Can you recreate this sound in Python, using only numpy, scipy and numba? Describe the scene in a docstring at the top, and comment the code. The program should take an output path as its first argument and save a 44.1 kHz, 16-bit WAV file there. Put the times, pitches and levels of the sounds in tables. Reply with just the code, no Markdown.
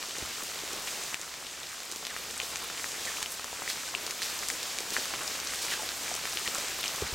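"""Steady rain on a fern forest: a far wash of countless drops over a faint low hum, near drops on leaves and litter.
A soft footfall comes early; wet fronds brushed by a walker rustle in filtered noise bursts, and his gear
squeaks in short falling tones. The rain bed and hum dip at 1.15 s and 3.23 s, on heavy drops, and creep back.
Near the end a boot thuds on soft ground as damped low rings and a rumble."""
import sys
import numpy as np
from scipy import signal
from scipy.fft import rfft, irfft, next_fast_len
from scipy.io import wavfile
from scipy.ndimage import uniform_filter1d
from numba import njit

SR = 44100
rng = np.random.default_rng(int(sys.argv[2]) if len(sys.argv) > 2 else 0)


def output_pcm(signal):
    """Save a mono or channel-first signal as 16-bit PCM at the path in sys.argv[1].

    Samples are clipped to [-1, 1] before scaling.
    """
    pcm = np.clip(np.atleast_2d(signal).T, -1, 1) * 32767
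    wavfile.write(sys.argv[1], SR, np.round(pcm).astype(np.int16))


N = 315136  # samples

# Level curve shared by the wash, hum and patter: time_s, level_db
BED_LEVEL = [(0, -40.5), (.65, -39), (1.143, -39.5), (1.15, -43.5), (1.6, -43.5), (2.0, -42), (3.0, -39),
             (3.226, -39), (3.234, -41), (3.5, -41.5), (3.75, -39.5), (4.18, -40), (4.3, -38), (5.0, -38),
             (7.146, -37.5)]
# Relative spectrum of the far rain: frequency_hz, density_db
WASH_SPECTRUM = [(18, -40), (30, -46), (59, -14), (144, -5.5), (467, -1), (6540, 2), (7860, 0.5),
                 (10700, -8.5), (11900, -7.5), (15500, -12)]
# Stereo width of the far rain: frequency_hz, side_minus_mid_db
WASH_WIDTH = [(40, -2), (150, -10.5), (700, -9), (1300, -11), (4400, -15), (9000, -13), (10800, -3),
              (11500, -97)]
# Big near drops: start_s, ring_peak_db, ring_hz, ring_cycles, tick_peak_db, left_minus_right_db
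BIG_DROPS = [(0.027, -19, 2240, .7, -35, 3), (0.1093, -20, 3400, 1.1, -35, 0),
             (0.1842, -32.5, 400, 1, -18, 0), (0.2257, -36.5, 300, 2.1, -35, -1),
             (0.2594, -19, 5910, 1.2, -35, -2), (0.4266, -38, 280, 1.1, -35, 0),
             (0.4351, -18, 11820, 2.1, -35, 0), (0.6363, -27, 420, 0.5, -35, -2),
             (0.7322, -34.5, 375, 2.8, -17, 0), (0.8737, -30, 2570, 4, -24, 4),
             (1.0373, -20, 7800, 2.1, -35, -1), (1.1437, -14.5, 2600, 1.9, -16, 5.5),
             (1.1954, -33, 600, 0.58, -26, 0), (1.2146, -17, 6600, 2.7, -28, 2),
             (1.3404, -24, 2570, .9, -35, -3), (1.4677, -22.5, 3400, 1.1, -37, 6),
             (1.632, -27, 3450, 3.3, -35, 0), (1.6697, -26, 3900, 1.8, -35, 3),
             (1.803, -21, 5150, 1.3, -35, -2), (1.9155, -18, 7800, 1.1, -22, -3),
             (1.9228, -42, 372, 5, -17, 0), (1.9603, -36.5, 382, 2.1, -18, 0),
             (2.0278, -27, 850, .76, -35, 0), (2.0515, -16, 3900, 1.1, -35, 0),
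             (2.0684, -14.5, 3000, .78, -35, 2.5), (2.1645, -23, 1690, 1.3, -35, 4),
             (2.31, -36, 560, 1.1, -18, 0), (2.3783, -17.5, 8750, 4, -35, 3),
             (2.4009, -15, 2690, 2.2, -30, 5), (2.4165, -22, 2960, 2.1, -35, 1),
             (2.4308, -35.5, 490, 4, -35, 1), (2.5582, -19.5, 2240, 1, -16.5, 6),
             (2.7002, -24.5, 1720, 1.1, -35, 4), (2.7794, -22, 2960, 1.2, -35, 0),
             (2.7968, -21, 1950, .9, -35, -1), (2.843, -17.5, 1760, 1.4, -35, 3),
             (2.9185, -20, 4480, 1.1, -35, 0), (3.0543, -33, 740, 1.06, -16, -2),
             (3.1704, -24, 2640, 4, -35, 4), (3.2282, -10.5, 3500, 0.68, -14, -1),
             (3.26, -20, 2980, 3.6, -35, 2), (3.3957, -21, 1200, 0.63, -35, 0),
             (3.4439, -23.5, 1100, .69, -17, 3), (3.5295, -25.5, 640, 0.68, -35, 0),
             (3.6206, -22.5, 980, 1.1, -35, 1), (3.6772, -22, 1950, 4.4, -25, 0),
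             (3.6954, -25, 4480, 4, -35, -7), (3.7008, -24, 1950, 2.7, -25, -1),
             (3.9414, -25, 1120, 1.5, -35, 0), (3.9498, -15.5, 2700, 4.9, -30, 5.5),
             (4.0656, -17.5, 5100, 2.1, -35, 4), (4.1092, -26.5, 2300, 4, -14, 2),
             (4.2195, -22, 1800, 2.7, -17, 0), (4.2248, -17, 3920, 2.1, -35, -3),
             (4.2303, -18, 4520, 4.6, -35, -3), (4.2999, -23, 4480, 4, -35, 0),
             (4.3911, -19, 5910, 4, -35, -4), (4.4337, -20, 1950, .92, -35, -5),
             (4.4864, -10.5, 7800, 2, -30, 3), (4.5013, -19.5, 1950, 2.8, -13, 5),
             (4.63, -16, 3900, 1.1, -35, -4), (4.7705, -28, 3400, 2.1, -35, -1),
             (4.78, -26, 2300, 1.2, -26, 0), (4.7866, -21, 2200, .9, -11.5, 0),
             (4.805, -34, 490, 2.6, -16, -1), (4.9054, -17.5, 5910, 2.4, -35, -2),
             (4.9212, -33, 320, 1.2, -35, 0), (4.9659, -13, 1710, 2.9, -30, 2.5),
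             (4.9727, -24, 1700, 4.4, -35, 3), (4.983, -28, 560, 1.2, -28, -1),
             (5.056, -26, 1480, 1.2, -17, -2), (5.1083, -27.5, 980, 1.1, -35, 2),
             (5.1385, -16.5, 1120, 0.46, -35, -2), (5.2726, -17, 8960, 1.1, -35, 0),
             (5.2776, -16.5, 5150, 3.6, -35, 6), (5.4009, -18, 5150, 1.5, -35, 6),
             (5.4721, -16.5, 5910, 3.1, -35, 3), (5.6831, -22, 2000, 1.5, -35, 3),
             (5.7392, -19, 3900, 1.1, -35, 7), (5.8315, -34, 690, 4.6, -35, -2),
             (5.89, -14.5, 3900, 1.1, -35, -1), (6.0802, -24, 2230, 3, -42, 3),
             (6.1147, -28.5, 716, 4.2, -35, 0), (6.1405, -16.5, 5760, 1.8, -35, 6),
             (6.1517, -13, 7800, .83, -35, 5), (6.2546, -14, 1950, .66, -35, 3),
             (6.3255, -20, 5100, 3.2, -35, -1), (6.332, -18, 3900, 1.1, -35, -1),
             (6.3723, -13.5, 3130, 2.1, -30, 3), (6.3877, -22, 3000, 2.1, -35, 0),
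             (6.4768, -13, 2980, 2.2, -30, 3), (6.4843, -31, 450, 1.7, -20, 0),
             (6.5482, -15, 7360, 3.6, -35, 2), (6.5552, -22.5, 1280, 1.9, -20, 0),
             (6.625, -30, 800, 1.1, -24, 0), (6.584, -25.5, 560, 0.74, -14.5, 1),
             (6.6837, -15, 4000, 0.79, -35, 1), (6.8305, -20.5, 3400, 4, -35, 4),
             (6.8402, -14, 2960, 1.7, -30, 2), (6.8581, -18, 2960, 2.4, -35, 0),
             (6.88, -16, 5250, 3, -35, 6), (7.0174, -18, 5150, 1.1, -35, 0)]
# Droplets thrown off a big drop: typical_delay_s, level_below_drop_db
SPLASH_DROPLETS = [(.003, -11), (.009, -12)]
# Steps on soft ground: start_s, level_db, extra_bass_db
STEPS = [(7.0205, -23, 1.5), (7.123, -41, 18.5), (0.22, -40, 8)]
# Resonances of the ground, lowest first: frequency_hz, level_db, t60_s
GROUND_MODES = [(70, -13, .09), (160, -17, .05), (400, 0, .022), (520, -12, .04)]
# Wet fronds brushed aside: peak_s, rise_s, fall_s, level_db, centre_hz
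FROND_BRUSHES = [(3.70, 0.02, 0.035, -33.5, 4500), (4.22, .003, 0.072, -36.5, 4600),
                 (4.49, .01, 0.039, -41, 7000), (4.94, 0.013, 0.035, -35.5, 5500),
                 (5.62, 0.0037, 0.063, -34.5, 5100), (5.722, 0.03, 0.048, -33.5, 3000),
                 (3.11, .03, .06, -45.5, 2200), (6.565, 0.03, 0.06, -41, 1200),
                 (6.85, 0.02, .02, -43, 3900), (0.88, 0.013, .02, -38, 2500),
                 (0.68, 0.014, 0.015, -48, 1400), (2.44, .02, 0.042, -40.5, 4000),
                 (3.32, .01, 0.022, -39.5, 9000)]
# Falling gear squeaks: start_s, length_s, start_hz, end_hz, level_db
GEAR_SQUEAKS = [(2.089, .058, 2400, 1336, -43), (3.067, 0.0364, 2203, 1640, -34.5),
                (3.877, .02, 1550, 1510, -41), (5.71, 0.0508, 2194, 1496, -34.5),
                (5.79, 0.029, 887, 850, -38.5), (6.456, 0.023, 2090, 1750, -34)]

HUM_HZ, HUM_DB = 70.2, -27.5  # mean pitch; level relative to the bed curve
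TICK_HZ, TICK_CYCLES = 6600, 1.43  # sharp impact tick, alike for all big drops
SPRAY_S, SPRAY_DB = .002, -11  # scale of the spray delay; level below the louder of tick and ring
TOP_HZ = 15850  # upper edge of the whole mix


def undb(db):
    """Turn decibels into an amplitude factor."""
    return 10 ** (np.asarray(db) / 20)


def unit(x):
    """Scale to an rms of 1."""
    return x / np.sqrt(np.mean(x ** 2))


def on_log(hz, table):
    """Read a (frequency, value) table on a log-frequency axis."""
    table_hz, value = np.transpose(table)
    return np.interp(np.log(np.maximum(hz, 1)), np.log(table_hz), value)


def walk(rate_hz):
    """Random levels held for one period of the rate, smoothed twice, rms 1."""
    hold = int(SR / rate_hz)
    steps = np.repeat(rng.standard_normal(N // hold + 1), hold)
    smooth = uniform_filter1d(uniform_filter1d(steps, hold), hold)
    return unit(smooth[:N])


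def band(hz, width_hz, size):
    """Noise through one resonance, rms 1."""
    b, a = signal.iirpeak(min(hz, SR / 2.5), hz / width_hz, SR)
    return unit(signal.lfilter(b, a, rng.standard_normal(size)))


@njit
def ring(start, hz, t60, left, right, size, rise):
    """Damped rings that swell as contact fades, with a time constant of rise cycles."""
    out = np.zeros((2, size))
    for k in range(len(start)):
        turn = np.exp(2j * np.pi * hz[k] / SR - np.log(1000.) / (t60[k] * SR))
        release = np.exp(-hz[k] / (rise * SR))
        swing, contact = 1. + 0j, 1.
        for i in range(start[k], min(size, start[k] + int(t60[k] * SR) + 1)):
            out[0, i] += left[k] * swing.real * (1 - contact)
            out[1, i] += right[k] * swing.real * (1 - contact)
            swing *= turn
            contact *= release
    return out


def strike(start_s, db, hz, t60, pan_db, rise=0.52):
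    """Damped rings of random polarity, set by envelope peak and panned by level difference."""
    columns = np.broadcast_arrays(start_s, db, hz, t60, pan_db)
    start_s, db, hz, t60, pan_db = (np.ascontiguousarray(v, float) for v in columns)
    ratio = np.log(1000) * rise / (hz * t60)  # rise time over decay time
    peak = (ratio / (1 + ratio)) ** ratio / (1 + ratio)  # top of the swelling, decaying envelope
    gain = rng.choice([-1., 1.], len(start_s)) * undb(db) / peak
    left, right = gain * undb(pan_db / 2), gain * undb(-pan_db / 2)
    return ring((start_s * SR).astype(np.int64), hz, t60, left, right, N, rise)


def ring_time(hz, cycles):
    """t60 of a ring that falls 20 dB within its cycles, at least 0.3 of one."""
    return 3 * np.maximum(cycles, .3) / hz


def wash():
    """Far drops blur into a hiss: shaped stereo noise whose octave bands flicker separately."""
    size = next_fast_len(N)
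    hz = np.arange(size // 2 + 1) * SR / size
    mid, side = rfft(rng.standard_normal((2, size))) * undb(on_log(hz, WASH_SPECTRUM))
    side = side * undb(on_log(hz, WASH_WIDTH))
    left_right = np.array([mid + side, mid - side])
    out, gust = 0, walk(9)
    for centre in 31.25 * 2 ** np.arange(10):
        octaves_away = np.log2(np.maximum(hz, 1) / centre)
        share = np.cos(np.pi / 2 * np.clip(octaves_away, -1, 1)) ** 2
        octave = irfft(share * left_right, size)[:, :N]
        flicker_db = .5 * gust * (centre > 200) + 1.0 * walk(20)  # the gust is common to the upper bands
        out = out + octave * undb(flicker_db)
    return unit(out)


def hum():
    """A low sine that wavers in pitch and level."""
    hz = HUM_HZ * (1 + 0.018 * walk(4.9))
    level = undb(HUM_DB + 2.0 * walk(5.04))
    return level * np.sqrt(2) * np.sin(2 * np.pi * np.cumsum(hz) / SR)


def patter(count, db, spread_db, low_hz, high_hz, cycles, clump):
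    """Branches shed drops in random flurries: many small, few large, each ringing at its own pitch."""
    when, pitch, size, place, damp = rng.random((count, 5)).T
    density = np.cumsum(np.exp(clump * walk(16)))  # uneven time gathers drops into flurries
    start_s = np.interp(when, density / density[-1], np.arange(N) / SR)
    hz = low_hz * (high_hz / low_hz) ** pitch
    size_db = db - spread_db * np.log(size + .03)
    t60 = ring_time(hz, cycles * (.5 + damp))
    return strike(start_s, size_db, hz, t60, 1.2 * (place - .5))


def drops():
    """A big drop ticks and rings leaf or litter, bursts into spray and throws weaker droplets nearby in pitch."""
    start_s, db, hz, cycles, tick_db, pan_db = np.transpose(BIG_DROPS)
    out = strike(start_s, db, hz, ring_time(hz, cycles), pan_db)
    out += strike(start_s, tick_db, TICK_HZ, ring_time(TICK_HZ, TICK_CYCLES), pan_db)
    for _ in range(4):  # spray grains per drop
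        when, pitch = rng.random((len(start_s), 2)).T
        fine_hz = TICK_HZ * 1.5 ** (2 * pitch - 1)
        spray_s = start_s + SPRAY_S * (.15 + when)
        spray_db = np.maximum(tick_db, db) + SPRAY_DB - 5 * when  # later grains are weaker
        out += strike(spray_s, spray_db, fine_hz, ring_time(fine_hz, 2.3), pan_db)
    for late_s, part_db in SPLASH_DROPLETS:
        when, pitch = rng.random((len(start_s), 2)).T
        near_hz = np.minimum(hz * 1.8 ** (2 * pitch - .7), 14000)
        landing_s = start_s + late_s * (.3 + when)
        out += strike(landing_s, db + part_db, near_hz, ring_time(near_hz, 0.73), pan_db)
    return out


def footfalls():
    """Each step knocks the litter, booms in soft ground and leaves a rumble as the soil settles."""
    start_s, db, bass_db = np.transpose(STEPS)
    out = np.zeros((2, N))
    for k, (hz, mode_db, t60) in enumerate(GROUND_MODES):
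        level_db = db + mode_db + bass_db * (k == 0)  # extra bass goes to the lowest mode
        out += strike(start_s, level_db, hz, t60, 0)
    late = np.arange(N) / SR - start_s[:, None]
    fade = (late > 0) * np.exp(-np.abs(late) / 0.073)
    settle = (undb(db + bass_db - 23.5)[:, None] * fade).sum(axis=0)
    return out + settle * band(100, 160, N)


def rustles():
    """Fronds scrape past: swells of broad noise, made grainy by random level steps."""
    out, t = np.zeros(N), np.arange(N) / SR
    for peak_s, rise, fall, db, hz in FROND_BRUSHES:
        near = np.abs(t - peak_s) < .2
        late = t[near] - peak_s
        swell = np.exp(-np.where(late < 0, (late / rise) ** 2, late / fall))
        steps = np.repeat(rng.standard_normal(len(late) // 64 + 1), 64)[:len(late)]
        grain = undb(2.5 * steps)  # shaken droplets
        out[near] += undb(db) * swell * grain * band(hz, 0.79 * hz, len(late))
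    return out


def squeaks():
    """Gear squeaks: short tones that slide down, roughened by low noise."""
    out = np.zeros(N)
    for start_s, length, start_hz, end_hz, db in GEAR_SQUEAKS:
        u = np.linspace(0, 1, int(length * SR))
        hz = start_hz * (end_hz / start_hz) ** u ** 0.69
        rough = 1 + 0.68 * band(150, 250, len(u))
        swell = np.sin(np.pi * u ** 0.72)
        tone = np.sin(2 * np.pi * np.cumsum(hz) / SR)
        i = int(start_s * SR)
        out[i:i + len(u)] += undb(db) * swell * rough * tone
    return out


def scatter(x, db, t60):
    """Trunks and fronds return a faint, ragged treble tail; a gentle low-pass softens the very top."""
    t = np.arange(int(t60 * SR)) / SR
    tail = rng.standard_normal((2, len(t))) * np.exp(-np.log(1000) * t / t60)
    tail = tail / np.sqrt(np.sum(tail ** 2, axis=1, keepdims=True))
    stereo = tail[0] + 0.065 * tail[1] * np.array([[1], [-1]])  # mostly alike left and right
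    treble = signal.lfilter(*signal.butter(2, 1500, "high", fs=SR), stereo)
    wet = x + undb(db) * signal.fftconvolve(x, treble, axes=1)[:, :N]
    return signal.lfilter(*signal.butter(1, 13000, fs=SR), wet)


def scene():
    """Set the rain bed to its level curve, then add big drops and the walker."""
    time_s, level_db = np.transpose(BED_LEVEL)
    bed = undb(np.interp(np.arange(N) / SR, time_s, level_db))
    far = (undb(1.03) * wash() + hum() * undb([[-.8], [.8]])) * bed  # hum leans right
    near = patter(count=3000, db=4.0, spread_db=3.5, low_hz=2540, high_hz=12200, cycles=0.91, clump=.3)
    near = near + patter(count=1400, db=5.5, spread_db=2.0, low_hz=1100, high_hz=8000, cycles=1.14, clump=.55)
    near = near + patter(count=1500, db=-6, spread_db=2.5, low_hz=346, high_hz=2000, cycles=1.15, clump=.5)
    near = near + patter(count=90, db=15.5, spread_db=1.5, low_hz=6960, high_hz=14000, cycles=2.5, clump=.6)
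    leaves = scatter(near * bed + drops(), db=-12, t60=0.095)
    walker = footfalls() + rustles() + squeaks()
    return far + leaves + walker


def record(dry):
    """A steep elliptic low-pass cuts the top of the mix."""
    low_pass = signal.ellip(12, .2, 70, TOP_HZ, fs=SR, output="sos")  # 0.2 dB ripple, 70 dB down
    return signal.sosfilt(low_pass, dry)


dry = scene()
out = record(dry)
output_pcm(out)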